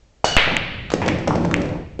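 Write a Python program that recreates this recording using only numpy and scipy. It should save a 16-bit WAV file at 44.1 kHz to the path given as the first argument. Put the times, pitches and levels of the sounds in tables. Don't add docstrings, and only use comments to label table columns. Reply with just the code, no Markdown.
import sys
import numpy as np
from scipy import signal
from scipy.fft import rfft, irfft
from scipy.io import wavfile

SR = 44100
rng = np.random.default_rng(int(sys.argv[2]) if len(sys.argv) > 2 else 0)


def master_out(mix):
    frames = np.transpose(np.atleast_2d(mix))
    ceiling = np.clip(frames, -1, 1)
    pcm = np.round(ceiling * 32767).astype(np.int16)
    wavfile.write(sys.argv[1], SR, pcm)


N = 88200

# (frequency [Hz], level [dB], t60 [s])
WOOD_MODES = [(102.6, -3, .35), (172.4, 0.5, 0.41), (233.5, -2.5, .38), (293.5, -2, 0.24), (334, -5.5, .2),
              (382.6, -8.5, 0.19), (509.8, -1, 0.2), (563, -4.5, 0.16), (817, -13, 0.18)]


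def ball_clacks():
    # (time [s], level [dB], pitch [ratio], room send [dB])
    collisions = [(0.366, 6.5, 0.587, -1.5), (0.3665, 12.5, 1.014, -1.5), (0.3669, 8, 1.394, -2.5),
                  (0.3768, -1, 1.44, 3), (0.385, 4, 1.05, 1), (0.3935, -5, 1.2, 6.5),
                  (.3958, -2.5, 0.89, 3.5), (0.5672, 7.5, 1.09, -16.5), (1.0175, -16, 0.88, 8.5),
                  (1.0872, -4, 0.92, -3), (1.5414, 2, 0.95, -11.5)]
    # (frequency [Hz], level [dB])
    edge_spectrum = [(80, -13), (300, -4), (600, -1.5), (1200, -6.5), (2000, 5.5), (2900, -8), (3600, -12),
                     (4500, -12), (5600, -18.5), (8000, -19)]
    base_hz, edge_db, edge_lag_s = 2230, -9, 0.00045
    out = np.zeros(N)
    for start_s, db, pitch, room_db in collisions:
        contact = swing(base_hz * pitch, cycles=0.93)
        edge = amp(edge_db) * at(edge_lag_s, impulse(edge_spectrum, pitch))
        out += at(start_s, in_room(amp(db) * (contact + edge), room_db))
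    return out


def bed_jolt():
    start_s = 0.3675
    return at(start_s, in_room(amp(-6) * thump(hz=534, cycles=0.48), room_db=5.5))


def cue_strike():
    # (frequency [Hz], level [dB])
    crack_spectrum = [(60, 0.5), (250, 7.5), (550, 14), (850, 17), (1200, 2.5), (1650, 12.5), (2000, 3.5),
                      (3600, 3), (5200, 1), (7000, 4.5), (8500, -2.5)]
    # (frequency [Hz], level [dB], t60 [s])
    shaft_modes = [(2899, 1, 0.42), (2966, -6, 0.57), (4410, -1.5, 0.15), (4497, -2, 0.25),
                   (4542, -1, 0.17), (5740, -6.5, 0.16), (6840, -12, 0.31)]
    start_s, shove_lag_s, shaft_lag_s = 0.2427, 0.0013, 0.0012
    tock = amp(1.5) * swing(hz=815, cycles=1.13)
    shove = at(shove_lag_s, amp(-4.5) * thump(hz=297, cycles=0.21))
    crack = amp(-14) * impulse(crack_spectrum, pitch=0.92)
    ringing = amp(-26.5) * ring(shaft_modes)
    tip = in_room(tock + shove, room_db=-15)
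    shaft = in_room(crack, room_db=25.5) + in_room(ringing, room_db=3.5)
    return at(start_s, tip) + at(start_s + shaft_lag_s, shaft)


def pocket_knocks():
    # (time [s], thump [dB], thump pitch [Hz], thump rise [cycles], tick [dB], room send [dB])
    contacts = [(0.9026, -21.5, 796, 0.91, -22, -4), (.9178, -15, 510, 0.31, -22.5, 1.5),
                (0.9377, -1, 361, 0.48, -15.5, -9), (1.0176, -12, 882, 0.85, -28.5, 2.5),
                (1.0612, -12, 456, 0.81, -23, -0.5), (1.0797, -6.5, 575, 0.49, -18, -11),
                (1.083, -22, 449, 0.72, -18, -5.5), (1.1395, -22, 390, .4, -34.5, -9),
                (1.186, -21.5, 497, 0.74, -32.5, 2), (1.2742, -9, 694, 0.65, -22.5, 2),
                (1.2779, -8, 573, 1.3, -18.5, -9.5), (1.3075, -5.5, 962, 0.82, -36.5, -3.5),
                (1.3520, -14, 800, 0.4, -29, -2), (1.356, -11.5, 570, 0.68, -24, -3.5),
                (1.448, -13.5, 877, 1.4, -26, -6), (1.452, -14.5, 573, 0.73, -27.5, -4.5),
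                (1.5127, -19, 1120, 1.3, -26, -4), (1.5649, -14, 445, 0.33, -29, -2),
                (1.6040, -14.5, 220, .7, -39, -20), (1.6170, -19, 447, 0.75, -24.5, -5.5),
                (1.6560, -20, 502, .5, -33, -2), (1.691, -21.5, 660, 0.37, -36.5, -5),
                (1.7274, -23, 257, .6, -45, 0), (1.7545, -22.5, 734, .7, -50, -4),
                (1.9925, -13, 370, .5, -33.5, 0)]
    # (frequency [Hz], level [dB])
    tick_spectrum = [(500, -5.5), (1200, 13), (2700, 6), (3800, 2.5), (5200, 2), (7200, -3), (8500, -12)]
    out = np.zeros(N)
    for start_s, db, hz, cycles, tick_db, room_db in contacts:
        body = amp(db) * (thump(hz, cycles) + amp(-27.5) * ring(WOOD_MODES))
        tick = amp(tick_db) * noise(tick_spectrum) * fade(clock(), t60_s=0.02)
        out += at(start_s, in_room(body + tick, room_db))
    return out


def cushion_thuds():
    # (time [s], level [dB], pitch [Hz])
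    rail_hits = [(.468, -18.5, 216), (.476, -11, 555), (.511, -13, 684), (.519, -9, 818),
                 (.535, -14.5, 170.8), (.590, -21.5, 350)]
    out = np.zeros(N)
    for start_s, db, hz in rail_hits:
        thud = thump(hz, cycles=0.48) + amp(-20.5) * ring(WOOD_MODES)
        out += at(start_s, in_room(amp(db) * thud, room_db=1.5))
    return out


def rolling():
    # (time [s], level [dB])
    cloth_levels = [(.23, -87), (.26, -34), (.44, -29.5), (.51, -29.5), (.65, -31.5), (.85, -34.5),
                    (1.3, -36), (2, -38.5)]
    # (frequency [Hz], level [dB])
    cloth_spectrum = [(25, 0), (60, 5), (100, 3.5), (190, -2), (300, -11), (600, -15.5), (1500, -55),
                      (5000, -52.5)]
    # (time [s], rumble [dB], wood ringing [dB])
    return_levels = [(.90, -94.5, -97), (.95, -28.5, -37), (1.03, -22.5, -32), (1.10, -26.5, -18.5),
                     (1.17, -24.5, -30.5), (1.25, -34.5, -30.5), (1.30, -20, -28), (1.42, -26.5, -21.5),
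                     (1.52, -26, -25), (1.61, -25.5, -22), (1.72, -27, -28.5), (1.81, -33.5, -33.5),
                     (1.89, -43, -54), (2, -76, -42)]
    # (frequency [Hz], level [dB])
    rumble_spectrum = [(40, -7), (100, 1.5), (200, 3), (350, -4), (600, -5), (1000, -19.5), (2000, -26.5),
                       (4000, -52.5), (8000, -67)]
    wood = unit(signal.fftconvolve(rng.standard_normal(N), ring(WOOD_MODES))[:N])
    murmur = envelope(cloth_levels) * noise(cloth_spectrum)
    rumble = envelope(return_levels) * noise(rumble_spectrum)
    return murmur + rumble + envelope(return_levels, column=2) * wood


def in_room(x, room_db):
    # (frequency [Hz], t60 [s])
    decay_times = [(100, 0.35), (400, .7), (1000, .85), (2500, 1.084), (4500, 1.027), (7500, 0.51)]
    build_s, early_db, early_s = 0.0017, 4.5, 0.088
    hz, frame_s, bands = signal.stft(rng.standard_normal(N), SR, nperseg=256)
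    bands = bands * fade(frame_s, along(decay_times, hz)[:, None])
    tail = signal.istft(bands, SR, nperseg=256)[1][:N]
    tail *= 1 - np.exp(-clock() / build_s)
    tail *= amp(early_db * np.exp(-clock() / early_s))
    return x + amp(room_db) * signal.fftconvolve(x, tail / np.linalg.norm(tail))[:N]


def room_tone():
    # (frequency [Hz], level [dB])
    floor_spectrum = [(15, -8.5), (45, -0.5), (90, -6), (130, -15), (220, -21.5), (600, -21.5),
                      (1100, -31.5), (7000, -35.5), (9000, -46)]
    return amp(-54) * noise(floor_spectrum)


def swing(hz, cycles):
    periods = clock() * hz
    rise = (periods / cycles) ** 2
    return np.sin(2 * np.pi * periods) * rise * np.exp(1 - rise)


def thump(hz, cycles):
    periods = clock() * hz
    rise = periods / cycles
    return -np.sin(2 * np.pi * periods) * (rise * np.exp(1 - rise)) ** 2


def ring(modes):
    t = clock()[:N // 2]
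    out = np.zeros(N)
    for hz, db, t60_s in modes:
        gain = amp(db + 2 * rng.normal())
        out[:len(t)] += gain * fade(t, t60_s) * np.sin(2 * np.pi * (hz * t + rng.random()))
    return out


def impulse(spectrum, pitch):
    magnitude = amp(along(spectrum, np.fft.rfftfreq(N, 1 / SR) / pitch))
    cepstrum = irfft(np.log(magnitude))
    causal = 2 * cepstrum[:N // 2] * (np.arange(N // 2) > 0)
    click = irfft(np.exp(rfft(causal, N)))
    return click / np.abs(click).max()


def noise(spectrum):
    return unit(filtered(rng.standard_normal(N), lambda hz: amp(along(spectrum, hz))))


def filtered(x, response):
    return irfft(rfft(x, 2 * N) * response(np.fft.rfftfreq(2 * N, 1 / SR)))[:N]


def along(points, hz):
    point_hz, values = np.transpose(points)
    return np.interp(np.log(hz + 1), np.log(point_hz + 1), values)


def envelope(points, column=1):
    columns = np.transpose(points)
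    return amp(np.interp(clock(), columns[0], columns[column]))


def fade(t, t60_s):
    return np.exp(-np.log(1000) * t / t60_s)


def at(start_s, x):
    return np.pad(x, (round(start_s * SR), 0))[:N]


def amp(db):
    return 10 ** (np.asarray(db) / 20)


def unit(x):
    return x / np.sqrt(np.mean(x ** 2) + 1e-20)


def clock():
    return np.arange(N) / SR


def gain_control(x):
    threshold_db, slope, attack_s, recovery_db_per_s = -8.5, 0.65, 0.0051, 14
    pole = np.exp(-1 / (attack_s * SR))
    smooth = lambda v: signal.lfilter([1 - pole], [1, -pole], v)
    power_db = 10 * np.log10(smooth(x ** 2) + 1e-12)
    duck_db = slope * np.maximum(power_db - threshold_db, 0)
    recovery_db = recovery_db_per_s * clock()
    held_db = np.maximum.accumulate(duck_db + recovery_db) - recovery_db
    return x * amp(-smooth(held_db))


def mic_overload():
    start_s, rise_s, sag_s, recover_s, undershoot = 0.3672, 0.00084, 0.019, 0.075, 0.29
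    t = clock()
    offset = np.exp(-t / sag_s) - undershoot * np.exp(-t / recover_s)
    onset = 1 - np.exp(-t / rise_s)
    return at(start_s, amp(-2.5) * offset * onset)


def scene():
    impacts = cue_strike() + ball_clacks() + bed_jolt() + cushion_thuds() + pocket_knocks()
    return (impacts + rolling() + room_tone())[None]


def record(dry):
    mic_hz, clip_db = 8260, -2.5
    shelf_hz, shelf_db, ramp_hz, top_hz = 8460, -11, 500, 16300
    x = signal.sosfilt(signal.butter(N=14, Wn=mic_hz, fs=SR, output="sos"), dry[0])
    x = gain_control(x) + mic_overload()
    clipped = x / (1 + (x / amp(clip_db)) ** 10) ** (1 / 10)
    shelf = lambda hz: amp(shelf_db * np.clip((hz - shelf_hz) / ramp_hz + 1, 0, 1))
    return filtered(clipped, lambda hz: shelf(hz) * (hz < top_hz))[None]


dry = scene()
out = record(dry)
master_out(out)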